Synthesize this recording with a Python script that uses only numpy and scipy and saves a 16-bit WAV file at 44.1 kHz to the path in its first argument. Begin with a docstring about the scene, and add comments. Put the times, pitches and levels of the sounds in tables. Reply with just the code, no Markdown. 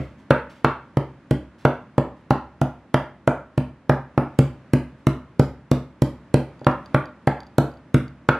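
"""A metal mallet pounds a thin slice of beef on a round wooden board in a kitchen, about three blows a second.
Each blow drives the board's modes twice: a broad push through the meat (thud), a short bite from the studs (knock).
Noise bursts make the wood's crack, the wet slap and the spitting juice; the steel head rings faintly.
Peeling rustles are grainy noise, ticks are small ringing modes, and the board is nudged once.
All of these get wall echoes and a room tail; a low coloured noise lies beneath."""
import sys
import numpy as np
from scipy import signal
from scipy.fft import rfft, irfft, next_fast_len
from scipy.io import wavfile

SR = 44100
rng = np.random.default_rng(int(sys.argv[2]) if len(sys.argv) > 2 else 0)


def transcribe(u):
    """Save the signal u as a 16-bit wav file named by the first command-line argument.

    u: samples, shape (n,) or (channels, n), limited to [-1, 1]; the rate is SR.
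    q: integer samples, one column per channel.
    """
    v = np.clip(np.atleast_2d(u).T, -1, 1)
    q = np.round(v * 32767).astype(np.int16)
    wavfile.write(sys.argv[1], SR, q)


N = 369997

# Mallet blows; thinner meat, shorter contact. clack_db: change of the board's clack mode;
# squelch_db: before the brightness tilt.
# Columns: start_s, strength_db, contact_time_constant_ms, clack_db, squelch_db
MALLET_BLOWS = [(0.3073, 3.5, 0.047, 0, -14.5), (.6463, 1.5, 0.04, 3, -15.5), (0.9718, 1, 0.19, 2.5, -19.5),
                (1.3111, 6, .26, 3, -13.5), (1.652, 3, 0.058, 3.5, -14), (1.9813, 2, 0.12, -5, -16),
                (2.3075, 3.5, .096, 3, -14), (2.616, 2, .19, 8, -14), (2.9434, 2.5, 0.067, -2.5, -12),
                (3.276, 2, 0.1, 5.5, -12.5), (3.5785, 4.5, 0.42, 0, -17.5), (3.8961, 4, 0.088, -2, -13.5),
                (4.178, 2.5, 0.11, 1, -24), (4.39, 8.5, 0.27, 0, -7), (4.7361, 6.5, 0.24, -8, -9.5),
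                (5.07, 6.5, .2, 2, -10), (5.397, 7.5, 0.23, 0.5, -10), (5.716, 5, 0.22, -15, -8.5),
                (6.0214, 6, 0.32, -9, -8.5), (6.343, 6.5, 0.21, 3, -9), (6.668, 2.5, 0.068, 6, -14.5),
                (6.9459, 3, 0.077, 6.5, -17), (7.2738, 1.5, 0.064, 0.5, -15), (7.5836, 4.5, .16, 6.5, -6.5),
                (7.9451, 8.5, 0.3, 10, -11.5), (8.2892, 1.5, 0.043, 10.5, -13.5)]
# Blow still dying away as the scene opens.
# Columns: strength_db, contact_time_constant_ms, clack_db, squelch_db
EARLIER_BLOW = (8, 0.4, -6, -18)
# Board on its table, before each blow's changes. Columns: mode_hz, level_db, t60_s
BOARD_MODES = [(67.66, -28.5, 0.46), (120.3, -15.5, 0.061), (136.9, -16, 0.19), (198, -25.5, 0.16),
               (250, -14.5, 0.15), (297.3, -27.5, 0.23), (328.8, -18.5, 0.098), (384.3, -26, 0.17),
               (445, -19, 0.061), (532, -7.5, 0.021), (613, -9, 0.057), (847, 0.5, 0.014),
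               (1010, -33, 0.084), (1030, -30, 0.055), (1380, -2.5, 0.017), (1630, -2, 0.011),
               (1897, -15, 0.026), (2006, -13, 0.0055), (2690, -20.5, 0.016), (3120, -21, 0.022)]
# Steel mallet head, before scatter. Columns: mode_hz, level_db, t60_s
HEAD_MODES = [(4790, -56, 0.18), (8930, -58.5, 0.21), (10920, -59.5, 0.23), (13250, -62, 0.1)]
# Board's many overlapping upper modes, heard as a crack. Columns: freq_hz, relative_db_per_hz
CRACK_COLOUR = [(300, 8), (700, 32.5), (1000, 25), (1800, 23), (2600, 22), (3500, 17), (6000, 9),
                (12000, -30)]
# Dull slap of the wet meat. Columns: freq_hz, relative_db_per_hz
SLAP_COLOUR = [(150, -14), (500, 12), (1200, 8.5), (2500, 1.5), (4000, -15), (8000, -30), (16000, -20)]
# Juice spitting between the studs, before the tilt. Columns: freq_hz, relative_db_per_hz
SPIT_COLOUR = [(500, -29), (1500, -16), (3000, 9.5), (5000, 5.5), (8000, 2.5), (13000, -3), (16000, -15)]
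# Near and farther wall echoes, before dulling. Columns: delay_s, level_db
WALL_ECHOES = [(.0062, -14.5), (0.025, -34)]
# Room tail colour. Columns: freq_hz, relative_db
ROOM_COLOUR = [(50, -16), (140, -14.5), (300, -5.5), (600, -3), (1000, -0.5), (1800, -1.5), (3000, -1),
               (6000, -6), (11000, -9), (15000, -14)]
# Room tail decay. Columns: freq_hz, t60_s
ROOM_DECAY = [(60, 0.64), (300, 0.28), (1100, 0.38), (3000, 0.35), (8000, 0.3), (14000, 0.3)]
# Diffuse sound at the two microphone ports. Columns: freq_hz, left_right_correlation
PORT_LIKENESS = [(200, 0.99), (500, 0.99), (1000, 0.99), (2000, 0.93), (4000, 0.35), (8000, 0.028)]
# Direct sound: phase by which the left port leads. Columns: freq_hz, lead_rad
PORT_LEAD = [(200, 0), (1000, -0.28), (3500, -0.54), (5000, 1), (7000, -1.2), (12000, -1.54)]
# Soft rustles as the meat lets go and settles. Columns: start_s, level_db, decay_time_constant_s
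MEAT_RUSTLES = [(0.0, -54.5, 0.068), (0.18, -58, 0.034), (0.494, -47, 0.029), (0.55, -54.5, 0.041),
                (1.58, -55, .08), (2.16, -67, .05), (4.98, -66, 0.04)]
# Rustle colour. Columns: freq_hz, relative_db_per_hz
RUSTLE_COLOUR = [(300, -6), (1500, 5.5), (3500, 0), (7000, -9.5), (12000, -17), (16000, -29)]
# Background colour. Columns: freq_hz, relative_db_per_hz
BACKGROUND_COLOUR = [(15, -56), (25, -33.5), (54, -8), (135, -2.5), (264, -1.5), (450, -14.5), (588, -10),
                     (729, -17.5), (927, -15), (1760, -20), (4040, -35.5), (10900, -50), (15000, -80)]
# Background level, before trim and reduced drift. Columns: time_s, relative_level_db
BACKGROUND_LEVEL = [(0.0, -50), (0.11, -47.5), (3.97, -52), (4.3, -45), (5.77, -51.5), (6.94, -41),
                    (7.01, -48), (8.39, -49)]
# Small light ticks, before trim. Columns: start_s, relative_level_db
LIGHT_TICKS = [(6.5943, -48), (6.646, -36), (6.715, -44), (6.86, -38), (7.0564, -42.5), (7.4046, -37),
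               (7.433, -46), (7.4674, -47), (8.081, -46)]
# What a tick rings with, before scatter. Columns: mode_hz, level_db, t60_s
TICK_MODES = [(1510, -2, 0.013), (3450, -3, 0.0065), (4670, -1, 0.017), (6840, -12, 0.011),
              (10700, -19, 0.0086)]

CLACK_HZ, SEESAW_HZ, TOP_HZ = 1380, 560, 16000
STUD_SHARE = 0.42  # part of every push that goes straight into the wood; the meat cushions the rest
EARLIER_S, LEAD_IN_S = -0.05, 0.01  # lead-in: room for a sound's rise before its nominal time
BUMP_S, BUMP_DB = 6.616, -13


def amp(db):
    """Decibels to gain."""
    return 10 ** (np.asarray(db) / 20)


def along(points, hz):
    """(freq_hz, value) points joined on a log-frequency axis."""
    f, v = np.transpose(points)
    return np.interp(np.log(hz + 1), np.log(f), v)


def filtered(x, response):
    """x shaped by a response of frequency."""
    n = x.shape[-1]
    padded = next_fast_len(n + SR // 8)
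    spectrum = rfft(x, padded) * response(np.fft.rfftfreq(padded, 1 / SR))
    return irfft(spectrum, padded)[..., :n]


def add(track, start_s, sound):
    """Mix a sound into the track, cut at both ends of the scene."""
    start = int(round(start_s * SR))
    sound = sound[..., max(-start, 0):N - start]
    first = max(start, 0)
    track[..., first:first + sound.shape[-1]] += sound


def ring(modes, change_db):
    """Decaying modes set off by a tap, each with its own change of level."""
    hz, db, t60 = np.transpose(modes)[:, :, None]
    t = np.arange(SR // 2) / SR
    # low modes push the air together; higher ones have nodal lines and alternate in sign
    sign = (-1.0) ** np.cumsum(hz > SEESAW_HZ)[:, None]
    envelope = amp(db + change_db[:, None] - 60 * t / t60)
    return np.sum(sign * envelope * np.cos(2 * np.pi * hz * t), axis=0)


def diffuse(count, spectrum):
    """Coloured noise from all sides: alike at both ports in the bass, unrelated in the treble."""
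    def mid_side_gain(hz):
        angle = np.arccos(np.clip(along(PORT_LIKENESS, hz), -1, 1)) / 2
        return amp(along(spectrum, hz)) * [np.cos(angle), np.sin(angle)]

    mid, side = filtered(rng.standard_normal((2, count)), mid_side_gain)
    return np.array([mid + side, mid - side])


def room_tail(wet_db, gap_s, build_s):
    """Diffuse noise that builds up after a gap and dies band by band."""
    count = SR // 2
    t = np.arange(count) / SR
    hz, frames_s, bands = signal.stft(diffuse(count, ROOM_COLOUR), SR, nperseg=256)
    t60 = along(ROOM_DECAY, hz)[:, None]
    # the root evens out the energy of long and short decays
    fade = amp(-60 * frames_s / t60) * np.sqrt(2 * np.log(1000) / (t60 * SR))
    tail = signal.istft(bands * fade, SR, nperseg=256)[1][:, :count]
    return amp(wet_db) * tail * (1 - np.exp(-np.maximum(t - gap_s, 0) / build_s))


def in_kitchen(sound, wet_db=0, gap_s=0.0011, build_s=0.0091, wall_hz=2500):
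    """Direct sound at both ports with delayed, low-passed wall echoes, plus the room tail."""
    def direct_and_walls(hz):
        echoes = sum(amp(db) * np.exp(-2j * np.pi * hz * s) for s, db in WALL_ECHOES)
        ports = np.exp(0.5j * np.outer([1, -1], along(PORT_LEAD, hz)))
        return ports * (1 + echoes / (1 + 1j * hz / wall_hz))

    tail = room_tail(wet_db, gap_s, build_s)
    early = filtered(sound, direct_and_walls)
    return early + signal.fftconvolve(sound[None], tail, axes=1)[:, :len(sound)]


def squish(t, spectrum, rise_s, fall_s, seep_db, seep_fall_s=0.032, grain_db=2):
    """Burst of grainy noise that peaks at t = 0 and lingers faintly."""
    burst = np.exp(np.minimum(t, 0) / rise_s - np.maximum(t, 0) / fall_s)
    seep = amp(seep_db) * (t > 0) * np.exp(-np.abs(t) / seep_fall_s)
    noise = rng.standard_normal(len(t)) * amp(grain_db * rng.standard_normal(len(t)))
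    grains = (burst + seep) * noise
    return filtered(grains / np.linalg.norm(grains), lambda hz: amp(along(spectrum, hz)))


def spit(t, squelch_db, usual_db=-14, brighten=0.29, pivot_hz=4500):
    """Juice spits out between the studs: the wetter the blow, the brighter."""
    burst = amp(squelch_db) * squish(t, SPIT_COLOUR, rise_s=0.0009, fall_s=0.00055, seep_db=-32)
    tilt_db_per_octave = brighten * (squelch_db - usual_db)
    # the tilt levels off one octave below the pivot
    return filtered(burst, lambda hz: amp(tilt_db_per_octave * np.log2(np.maximum(hz / pivot_hz, 0.5))))


def blow(strength_db, contact_ms, clack_db, squelch_db, cushion_s=0.00039, scatter_db=1.2):
    """A broad push through the meat and a short bite from the studs drive the board."""
    t = np.arange(SR // 2) / SR - LEAD_IN_S
    push = np.exp(-0.5 * (t / cushion_s) ** 2)
    u = np.maximum(t, 0) * 1000 / max(contact_ms, 0.02)
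    bite = u ** 2 * np.exp(-u)
    thud = amp(strength_db) * (1 - STUD_SHARE)
    knock = amp(strength_db) * STUD_SHARE
    force = thud * push / push.sum() + knock * bite / bite.sum()

    # the spot struck sets how strongly each mode answers, above all the clack
    mode_hz = np.transpose(BOARD_MODES)[0]
    clack = np.exp(-(np.log(mode_hz / CLACK_HZ) / 0.2) ** 2)
    wood = ring(BOARD_MODES, clack_db * clack + scatter_db * rng.standard_normal(len(BOARD_MODES)))
    # the force already holds the lead-in, so the crack response starts at its peak
    crack = squish(t + LEAD_IN_S, CRACK_COLOUR, rise_s=0.0005, fall_s=0.0047, seep_db=-52)
    board = signal.fftconvolve(force, wood + crack)[:len(t)]

    steel = ring(HEAD_MODES, 2 * scatter_db * rng.standard_normal(len(HEAD_MODES)))
    head = np.pad(steel, (np.sum(t < 0), 0))[:len(t)]
    slap = thud * squish(t, SLAP_COLOUR, rise_s=0.00077, fall_s=0.0031, seep_db=-38)
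    return board + head + slap + spit(t, squelch_db)


def pounding():
    """The run of blows; the first lands just before the scene opens."""
    track = np.zeros((2, N))
    for start_s, *stroke in [(EARLIER_S, *EARLIER_BLOW)] + list(MALLET_BLOWS):
        add(track, start_s - LEAD_IN_S, in_kitchen(blow(*stroke)))
    return track


def rustles(rise_s=0.0089, grain_db=5):
    """Sticky meat peels in a short rush of tiny crackles: noise of uneven grain under a swell."""
    track = np.zeros((2, N))
    t = np.arange(SR // 2) / SR
    for start_s, level_db, decay_s in MEAT_RUSTLES:
        grains = rng.standard_normal(len(t)) * amp(grain_db * rng.standard_normal(len(t)))
        grains = filtered(grains, lambda hz: amp(along(RUSTLE_COLOUR, hz)))
        swell = (1 - np.exp(-t / rise_s)) * np.exp(-t / decay_s)
        add(track, start_s, amp(level_db) * in_kitchen(swell * grains / grains.std()))
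    return track


def background(trim_db=-2.0, follow=0.64):
    """Low diffuse room noise whose level drifts by a reduced share of its table."""
    noise = diffuse(N, BACKGROUND_COLOUR)
    time_s, db = np.transpose(BACKGROUND_LEVEL)
    drift_db = np.interp(np.arange(N) / SR, time_s, db - db.mean())
    return amp(trim_db + db.mean() + follow * drift_db) * noise / noise.std()


def ticks(trim_db=-1, faint_db=-53, scatter_db=2, faint_count=5):
    """Light, dry ringing ticks between the later blows, a few faint ones at random among them."""
    track = np.zeros((2, N))
    faint_s = rng.uniform(LIGHT_TICKS[0][0], LIGHT_TICKS[-1][0], faint_count)
    faint = [(start_s, faint_db) for start_s in faint_s]
    for start_s, level_db in list(LIGHT_TICKS) + faint:
        tick = ring(TICK_MODES, scatter_db * rng.standard_normal(len(TICK_MODES)))
        add(track, start_s, amp(level_db + trim_db) * in_kitchen(tick, wet_db=-9))
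    return track


def bump(soft_hz=600):
    """The board is nudged once, dully, just before a blow: its modes without highs or deepest lows."""
    track = np.zeros((2, N))

    def touch(hz):
        # too light to stir the lowest modes
        return hz / (hz + 400) / (1 + (hz / soft_hz) ** 4)

    wood = ring(BOARD_MODES, np.zeros(len(BOARD_MODES)))
    wood = filtered(np.pad(wood, (round(LEAD_IN_S * SR), 0)), touch)
    add(track, BUMP_S - LEAD_IN_S, amp(BUMP_DB) * in_kitchen(wood))
    return track


def scene():
    """Sum of all layers at both ports."""
    return pounding() + rustles() + background() + ticks() + bump()


def record(dry, low_cut_hz=62, right_db=0.8):
    """The microphone sheds deep bass, flattens the hardest knocks near full scale and limits the band."""
    high_pass = signal.butter(2, low_cut_hz, "highpass", fs=SR, output="sos")
    heard = signal.sosfilt(high_pass, dry)
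    # above the bass the right port is slightly the louder
    heard = filtered(heard, lambda hz: amp(np.outer([-0.5, 0.5], right_db * hz ** 2 / (hz ** 2 + 350 ** 2))))
    clipped = heard / (1 + np.abs(heard) ** 8) ** (1 / 8)
    return filtered(clipped, lambda hz: 1 / (1 + (hz / TOP_HZ) ** 80))


dry = scene()
out = record(dry)
transcribe(out)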